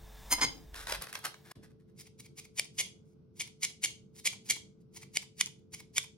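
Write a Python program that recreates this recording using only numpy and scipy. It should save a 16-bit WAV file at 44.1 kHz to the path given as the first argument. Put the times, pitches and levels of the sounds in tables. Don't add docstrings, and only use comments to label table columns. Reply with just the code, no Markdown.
import sys
import numpy as np
from scipy import signal
from scipy.fft import rfft, irfft
from scipy.io import wavfile
from scipy.ndimage import uniform_filter1d

SR = 44100
rng = np.random.default_rng(int(sys.argv[2]) if len(sys.argv) > 2 else 0)


def bounce(signal):
    frames = np.transpose(np.atleast_2d(signal))
    limited = np.clip(frames, -1, 1)
    pcm = np.round(limited * 32767).astype(np.int16)
    wavfile.write(sys.argv[1], SR, pcm)


N = 272097
TIME_S = np.arange(N) / SR

# start_s, length_s, level_db, rise_s, blade_ring_hz
SNIPS = [(1.994, 0.023, -51, 0.0094, 2270), (2.196, 0.01, -49.5, 0.0049, 2260),
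         (2.381, 0.018, -46.5, 0.0072, 2340), (2.585, 0.014, -35, .008, 2420),
         (2.789, 0.022, -30, .005, 2430), (3.399, .021, -36, 0.0035, 2180),
         (3.632, 0.016, -29.5, 0.0063, 2180), (3.838, .011, -26.5, .005, 2220),
         (4.257, 0.019, -28.5, 0.0044, 2340), (4.503, 0.0067, -22, 0.0049, 2100),
         (4.964, .012, -47, 0.0043, 2100), (5.159, 0.014, -36, 0.0084, 2100),
         (5.405, 0.012, -33, .01, 2250), (5.737, 0.012, -42, 0.0059, 2230),
         (5.969, 0.018, -33, 0.0076, 2300)]
# start_s, length_s, level_db
GLIDES = [(2.748, 0.018, -67), (3.059, 0.077, -82.5), (3.368, .024, -62), (4.159, 0.03, -58),
          (4.194, 0.006, -48), (4.461, 0.034, -55), (4.81, 0.011, -77.5), (4.944, 0.019, -59.5),
          (5.592, .004, -73.5)]
# start_s, level_db, ring_hz
CLACKS = [(2.5956, -21, 2350), (3.4080, -31.5, 2320), (3.6495, -29.5, 2250), (3.8389, -31.5, 2250),
          (3.8570, -32, 2250), (4.2728, -25, 2270), (4.5200, -32, 2200), (5.1704, -21.5, 2210),
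          (5.4106, -18, 2000), (5.9806, -19, 2040)]
# time_s, gain_db
NEARNESS = [(2.2, -3.5), (3.85, -2.5), (4.3, 4.5), (5.2, 0.5), (6.1, 2)]
# start_s, length_s, level_db, rise_s, thud_share_db, treble_db
SKIDS = [(0.317, 0.021, -29.5, 0.0062, -20, 5.5), (0.3257, .0011, -18, 0.0019, -18, 1),
         (0.384, 0.017, -51, .004, 11, -10), (0.414, 0.033, -27.5, 0.0033, -9, -10)]
# pitch_hz, level_db, t60_s
SPOON_MODES = [(303, -13.5, .1), (806, -15, .1), (980, -10.5, 0.14), (997, -19, 0.093), (2092, -2.5, 0.16),
               (2114, -7, .14), (3090, -7.5, 0.11), (4060, -9.5, .14), (4450, -10, 0.17), (5038, 4, 0.15),
               (4920, -9, .12), (6486, 3, .11), (7240, -20.5, .12), (8670, -4, 0.033), (9200, -19.5, .1),
               (10980, -10, .1), (11550, -15.5, 0.091)]
# start_s, length_s, level_db
RUSTLES = [(0.752, 0.091, -47), (0.881, 0.071, -38.5), (1.015, .024, -43.5), (1.089, .01, -47),
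           (1.14, 0.032, -47.5), (1.249, 0.015, -34), (1.453, 0.035, -58.5), (1.514, 0.0026, -39.5),
           (1.639, 0.0085, -55), (1.707, .005, -66.5), (1.802, 0.01, -73.5), (1.883, .019, -77)]
# start_s, level_db, treble_db
SNAPS = [(0.743, -45.5, -1), (.870, -38, -7), (0.9222, -30.5, -2.5), (1.021, -37.5, 9), (1.069, -45, -4.5),
         (1.128, -41.5, 3), (1.153, -35.5, -1.5), (1.189, -49, 11), (1.251, -32.5, 5), (1.342, -50, -9)]
# start_s, level_db
BUMPS = [(0.441, -45.5), (1.237, -82), (1.565, -52), (5.72, -56.5)]
# frequency_hz, level_db_per_hz
CRUNCH_SPECTRUM = [(180, -46.5), (300, -17), (1410, -23.5), (1640, -21.5), (2170, -2.5), (2650, -11),
                   (3130, -4), (3760, -12.5), (5080, -5), (5610, -7.5), (6740, -7.5), (9090, -16),
                   (10400, -7), (13500, -30), (16000, -32.5)]
# frequency_hz, level_db_per_hz
SLIDE_SPECTRUM = [(410, -46.5), (700, -9.5), (946, -10), (1440, -15.5), (2240, -4.5), (2700, -7.5),
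                  (4050, -5.5), (4920, 2.5), (7990, -8.5), (10700, -2), (14200, -20), (15200, -14.5),
                  (16000, -12)]
# frequency_hz, level_db_per_hz
STOP_SPECTRUM = [(120, -49), (200, -15.5), (519, -16), (1320, -22), (2050, -6.5), (2330, -2), (2750, -7.5),
                 (3620, -1), (4040, -17), (5130, -1.5), (6400, -10), (6880, -7.5), (7830, -21), (10100, -7),
                 (16000, -40.5)]
# frequency_hz, level_db_per_hz
SCRAPE_SPECTRUM = [(100, -28.5), (300, -7.5), (900, 1), (1700, 6.5), (2600, -0.5), (4500, 0), (7500, -11.5),
                   (9500, -1.5), (12000, -20.5), (15500, -18)]
# frequency_hz, level_db_per_hz
THUD_SPECTRUM = [(80, -23), (250, -2.5), (600, -9), (1000, -0.5), (1600, -5), (4000, -27.5)]
# frequency_hz, level_db_per_hz
RUSTLE_SPECTRUM = [(180, -29.5), (300, -11.5), (494, -12), (565, -8.5), (1430, -5), (1660, -2.5),
                   (2930, -12), (5340, -11), (7320, -17.5), (10700, -14.5), (16000, -28.5)]
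# frequency_hz, level_db_per_hz
HAND_SPECTRUM = [(25, -13.5), (80, -1), (200, -1), (500, -14.5), (2000, -59.5)]
# frequency_hz, side_db
BLADE_SIDE = [(500, -5), (2300, -7.5), (4000, 0), (5100, -13.5), (6300, 6), (7500, 6), (8600, 9),
              (9800, -4.5), (11000, -14), (14000, 7)]
# frequency_hz, side_db
STOP_SIDE = [(500, -13), (2300, -13), (4000, -8.5), (5100, -14), (6300, 7), (7500, 10.5), (8600, 5),
             (9800, -4), (11000, -16), (14000, 0)]
# frequency_hz, side_db
PLATE_SIDE = [(200, -16), (1000, -5), (3000, -2.5), (6500, -2.5), (8700, 1.5), (12000, -7)]
# frequency_hz, t60_s
KITCHEN_DECAY = [(250, 0.9), (1000, 0.24), (3000, 0.28), (7000, 0.29), (11000, 0.23), (16000, 0.071)]
# frequency_hz, reflected_db
WALLS = [(250, -5), (1000, -0.5), (2200, -3.5), (3300, 3.5), (5500, -1.5), (7400, -6.5), (9000, -3),
         (15000, 2)]
# frequency_hz, likeness (0 to 1)
LIKENESS = [(60, 0.87), (130, 0.94), (260, .3), (500, 0.15), (2000, 0.11), (16000, .1)]
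# frequency_hz, level_db_per_hz
AIR_SPECTRUM = [(15, -56.5), (25, -25.5), (117, -2), (212, -4.5), (277, -12), (439, -13.5), (714, -33.5),
                (1520, -37.5), (1790, -55), (1940, -45.5), (4250, -47.5), (5730, -46.5), (7110, -69),
                (7920, -63), (16000, -60.5)]
# pitch_hz, level_db, width_hz
ROOM_RESONANCES = [(140.8, -69, 15), (185.5, -67, 60), (346, -73.5, 8.9)]
# frequency_hz, level_db_per_hz
HISS_SPECTRUM = [(320, -31), (550, -3), (914, -1), (1400, -11.5), (1650, -7), (2780, -13), (3740, -10.5),
                 (4560, -15), (5330, -12), (11400, -18.5), (16000, -13)]
# time_s, gain_db
HISS_FADE = [(0, -2), (.28, 4.5), (.65, -5.5), (1.4, -9.5), (1.52, -10), (1.56, -47)]
# pitch_hz, level_db, width_hz
WHISTLES = [(1701, -75.5, 90), (3600, -73, 180)]
# time_s, gain_db
DRONE_FADE = [(0, -54), (.45, -54.5), (.6, -61), (.72, -53.5), (1.0, -53.5), (1.03, -92), (1.5, -100)]

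CUT_RING_DB, CLACK_RING_DB = -11, -9.5
GLIDE_RISE_S, GLIDE_RING_HZ, GLIDE_RING_DB = 0.0076, 2260, -17.5
REVERSE_S = .054
PART_LENGTH_S, PART_RISE_S, PART_RING_DB = 0.0036, 0.013, -0.5
PART_RELATIVE_DB, PART_MAX_DB = -0.5, -49
KNOCK_DB, SQUEEZE_DB = -63, -1.5
RUSTLE_RISE_S = .007
TREBLE_FROM_HZ, TREBLE_FULL_HZ = 5500, 11500
AIR_DB, AIR_EARLY_DB = -61, -2.5
WAVER_DB, WAVER_S = 1.2, .12
HUM_HZ, HUM_DB, HUM_LAG_RAD = 437, -69, 0.35
HISS_DB = -59.5
DRONE_HZ = 46.8
DIP_S, EDGE_HZ = 1.538, 16100


def blades(ring_t60_s=0.0072, light_db=-50, hard_db=-35):
    out = np.zeros((2, N))
    strokes = [(*snip, CUT_RING_DB) for snip in SNIPS]
    strokes += [(*glide, GLIDE_RISE_S, GLIDE_RING_HZ, GLIDE_RING_DB) for glide in GLIDES]
    strokes += [(s, PART_LENGTH_S, db, PART_RISE_S, hz, PART_RING_DB) for s, db, hz in partings()]
    for start_s, length_s, db, rise_s, hz, ring_db in strokes:
        lead_s, slips = friction(length_s, rise_s, per_s=6000, spread_db=4.5, release_s=0.0043, clump_db=0.94)
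        rise_time_s = np.minimum(TIME_S[:len(slips)] - lead_s, 0)
        force_db = db + 20 * np.log10(np.e) * rise_time_s / rise_s
        bite = np.interp(force_db, [light_db, hard_db], [0, 1])
        crunch = evened(colour(slips, CRUNCH_SPECTRUM))
        slide = evened(colour(slips, SLIDE_SPECTRUM))
        rasp = bite * crunch + (1 - bite) * slide
        ringing = spread(ring(rasp, hz, ring_t60_s), length_s)
        stroke = spread(rasp, length_s) + gain_of(ring_db) * ringing
        add(out, start_s - lead_s, gain_of(db) * ports(stroke, BLADE_SIDE, echo_db=-11))
    return out


def partings():
    parts = []
    for snip_s, length_s, snip_db, _, ring_hz in SNIPS:
        start_s = snip_s + length_s + REVERSE_S
        level_db = min(snip_db + PART_RELATIVE_DB, PART_MAX_DB)
        parts.append((start_s, level_db + nearness_db(snip_s), ring_hz))
    return parts


def nearness_db(time_s):
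    return np.interp(time_s, *np.transpose(NEARNESS))


def clacks(contact_s=0.0019, release_s=.0016, ring_t60_s=0.018):
    out, t = np.zeros((2, N)), np.arange(SR // 20) / SR
    for start_s, db, hz in CLACKS:
        decay_db = -5 * t / contact_s - 20 * np.maximum(t - contact_s, 0) / release_s
        chatter = rng.choice([-1, 1], len(t)) * gain_of(decay_db)
        knock = colour(chatter, STOP_SPECTRUM)
        ringing = spread(ring(knock, hz, ring_t60_s), contact_s)
        clack = spread(knock, contact_s) + gain_of(CLACK_RING_DB) * ringing
        add(out, start_s, gain_of(db) * ports(clack, STOP_SIDE, echo_db=-11))
    return out


def handles(decay_s=0.007, ring_hz=940):
    out, t = np.zeros((2, N)), np.arange(SR // 10) / SR
    squeezes = [(snip[0], SQUEEZE_DB) for snip in SNIPS]
    pulls = [(parting[0], 0) for parting in partings()]
    for start_s, db in squeezes + pulls:
        touch = rng.standard_normal(len(t)) * np.exp(-t / decay_s)
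        tap = spread(ring(touch, ring_hz, t60=.01), decay_s)
        level_db = KNOCK_DB + db + 2 * nearness_db(start_s)
        add(out, start_s, gain_of(level_db) * ports(tap, STOP_SIDE, echo_db=-10))
    return out


def spoon(scrape_db=-8.0, ring_db=-5, free_db=-5, detune=0.01, pressed=.4):
    out = np.zeros((2, N))
    for start_s, length_s, db, rise_s, thud_db, treble_db in SKIDS:
        lead_s, slips = friction(length_s, rise_s, per_s=3600, spread_db=0.5, release_s=0.0035, clump_db=0.0)
        damped, free = 0, 0
        for hz, mode_db, t60 in SPOON_MODES:
            pressed_hz = hz * (1 + detune * rng.uniform(-0.84, 1))
            damped += gain_of(mode_db) * spread(ring(slips, pressed_hz, pressed * t60), length_s)
            free += gain_of(mode_db) * spread(ring(slips, hz, t60), length_s)
        scrape = spread(colour(slips, SCRAPE_SPECTRUM), length_s)
        thud = spread(colour(slips, THUD_SPECTRUM), length_s)
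        metal = gain_of(ring_db) * (damped + gain_of(free_db) * free) / (1 + gain_of(free_db))
        clink = brighten(metal + gain_of(scrape_db) * scrape + gain_of(thud_db) * thud, treble_db)
        stereo = ports(clink, PLATE_SIDE, echo_db=-11.5)[::-1]
        add(out, start_s - lead_s, gain_of(db) * stereo)
    return out


def rustles(snap_s=0.004):
    out, t = np.zeros((2, N)), np.arange(SR // 20) / SR
    for start_s, length_s, db in RUSTLES:
        lead_s, slips = friction(length_s, RUSTLE_RISE_S, per_s=2500, spread_db=2.0, release_s=0.014, clump_db=2.0)
        crackle = spread(colour(slips, RUSTLE_SPECTRUM), length_s)
        add(out, start_s - lead_s, gain_of(db) * ports(crackle, PLATE_SIDE, echo_db=-9.5))
    for start_s, db, treble_db in SNAPS:
        burst = rng.standard_normal(len(t)) * gain_of(-14 * t / snap_s)
        snap = spread(brighten(colour(burst, RUSTLE_SPECTRUM), treble_db), snap_s)
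        add(out, start_s, gain_of(db) * ports(snap, PLATE_SIDE, echo_db=2.5))
    return out


def bumps(decay_s=0.041):
    out, t = np.zeros((2, N)), np.arange(SR // 4) / SR
    for start_s, db in BUMPS:
        knock = colour(rng.standard_normal(len(t)) * np.exp(-t / decay_s), HAND_SPECTRUM)
        add(out, start_s, gain_of(db) * ports(spread(knock, decay_s), PLATE_SIDE, echo_db=-14.0))
    return out


def shifting_room(x, count=4, step_s=.21):
    place = TIME_S / step_s
    out = 0
    for k in range(count):
        share = np.maximum(1 - abs((place - k + 1) % count - 1), 0)
        out = out + kitchen(x * np.sqrt(share))
    return out


def kitchen(x, first_s=0.0055, build_s=0.0031):
    count = SR // 2
    taps = rng.choice([-1., 1.], (2, count)) * (rng.random((2, count)) < 5000 / SR)
    taps *= np.clip((TIME_S[:count] - first_s) / build_s, 0, 1)
    hz, t, bands = signal.stft(taps, SR, nperseg=256)
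    decay_db = read(WALLS, hz)[:, None] - 60 * t / read(KITCHEN_DECAY, hz)[:, None]
    tail = signal.istft(bands * gain_of(decay_db), SR)[1]
    return signal.fftconvolve(x, tail / np.linalg.norm(tail[0]), axes=1)[:, :N]


def background():
    lag_rad = np.array([[0], [HUM_LAG_RAD]])
    hum = gain_of(HUM_DB) * np.sqrt(2) * np.sin(2 * np.pi * HUM_HZ * TIME_S - lag_rad)
    murk = sum(gain_of(db) * tone(hz, width_hz) for hz, db, width_hz in ROOM_RESONANCES)
    hiss = gain_of(HISS_DB) * diffuse(lambda f: read(HISS_SPECTRUM, f))
    hiss = hiss + sum(gain_of(db) * tone(hz, width_hz) for hz, db, width_hz in WHISTLES)
    hiss = hiss[0] * gain_of(np.interp(TIME_S, *np.transpose(HISS_FADE)))
    deep = np.sqrt(2) * np.sin(2 * np.pi * DRONE_HZ * TIME_S) + .7 * tone(hz=50.03, width_hz=75)[0]
    drone = gain_of(np.interp(TIME_S, *np.transpose(DRONE_FADE))) * deep
    air_db = AIR_DB + AIR_EARLY_DB * (TIME_S < DIP_S)
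    air = gain_of(air_db) * diffuse(lambda f: read(AIR_SPECTRUM, f))
    return (air + murk) * waver() + hum + hiss + drone


def waver():
    hz = np.fft.rfftfreq(N, 1 / SR)
    slow = irfft(rfft(rng.standard_normal(N)) * np.exp(-(hz * WAVER_S) ** 2), N)
    return gain_of(WAVER_DB * evened(slow))


def tone(hz, width_hz):
    return diffuse(lambda f: -20 * np.log10(1 + (2 * (f - hz) / width_hz) ** 2))


def diffuse(level_db):
    hz = np.fft.rfftfreq(N, 1 / SR)
    a, b = rfft(rng.standard_normal((2, N)))
    same = np.clip(read(LIKENESS, hz), -1, 1)
    pair = np.array([a, same * a + np.sqrt(1 - same ** 2) * b])
    return evened(irfft(pair * gain_of(level_db(hz)), N))


def friction(length_s, rise_s, per_s, spread_db, release_s, clump_db):
    lead_s = 6 * rise_s
    t = np.arange(SR // 2) / SR - lead_s
    force = np.exp(np.minimum(t, 0) / rise_s - np.maximum(t - length_s, 0) / release_s)
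    clumps = gain_of(clump_db * evened(uniform_filter1d(rng.standard_normal(len(t)), size=160)))
    size = gain_of(spread_db * np.minimum(rng.exponential(1, len(t)), 3))
    size = size * rng.choice([-1, 1], len(t))
    happens = rng.random(len(t)) < per_s / SR
    return lead_s, force * clumps * size * happens


def ring(x, hz, t60):
    pole = np.exp((2j * np.pi * hz - np.log(1000) / t60) / SR)
    return signal.lfilter([1], [1, -pole], x).real


def colour(x, spectrum, size=2048):
    level_db = np.maximum(read(spectrum, abs(np.fft.fftfreq(size, 1 / SR))), -100)
    log_gain = np.log(gain_of(level_db))
    taps = np.fft.ifft(np.exp(np.conj(signal.hilbert(log_gain)))).real
    return signal.fftconvolve(x, taps[:size // 2])[:len(x)]


def brighten(x, treble_db):
    return colour(x, [(TREBLE_FROM_HZ, 0), (TREBLE_FULL_HZ, treble_db)])


def ports(x, side_db, echo_db, echo_delay_s=0.0013):
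    hz = np.fft.rfftfreq(len(x), 1 / SR)
    side = 1j * gain_of(read(side_db, hz)) * np.array([[1], [-1]])
    delay_s = echo_delay_s * rng.uniform(.4, 1.6, (2, 1))
    echo = gain_of(echo_db) * np.exp(-2j * np.pi * hz * delay_s)
    return irfft(rfft(x) * (1 + side + echo), len(x))


def gain_of(db):
    return 10 ** (np.asarray(db) / 20)


def evened(x):
    return x / np.sqrt(np.mean(x ** 2) + 1e-20)


def spread(x, length_s):
    return x * np.sqrt(length_s * SR / (np.sum(x ** 2) + 1e-20))


def read(points, hz):
    f, value = np.transpose(points)
    return np.interp(np.log(hz + 1), np.log(f + 1), value)


def add(mix, start_s, sound):
    part = mix[:, max(round(start_s * SR), 0):][:, :sound.shape[1]]
    part += sound[:, :part.shape[1]]


def scene():
    cut = blades() + handles()
    shut = clacks()
    handling = spoon() + rustles() + bumps()
    direct = gain_of(-2.5) * cut + gain_of(-1) * shut + gain_of(-2.5) * handling
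    to_room = gain_of(-12.5) * cut + gain_of(-18.0) * shut + gain_of(-13.0) * handling
    return direct + shifting_room(to_room) + background()


def record(dry):
    dip_db = np.interp(TIME_S - DIP_S, [-.017, -.014, .013, .018], [0, -30, -30, 0])
    lowpass = signal.firwin(511, EDGE_HZ, window=("kaiser", 9), fs=SR)
    return signal.oaconvolve(dry * gain_of(dip_db), lowpass[None], "same")


dry = scene()
out = record(dry)
bounce(out)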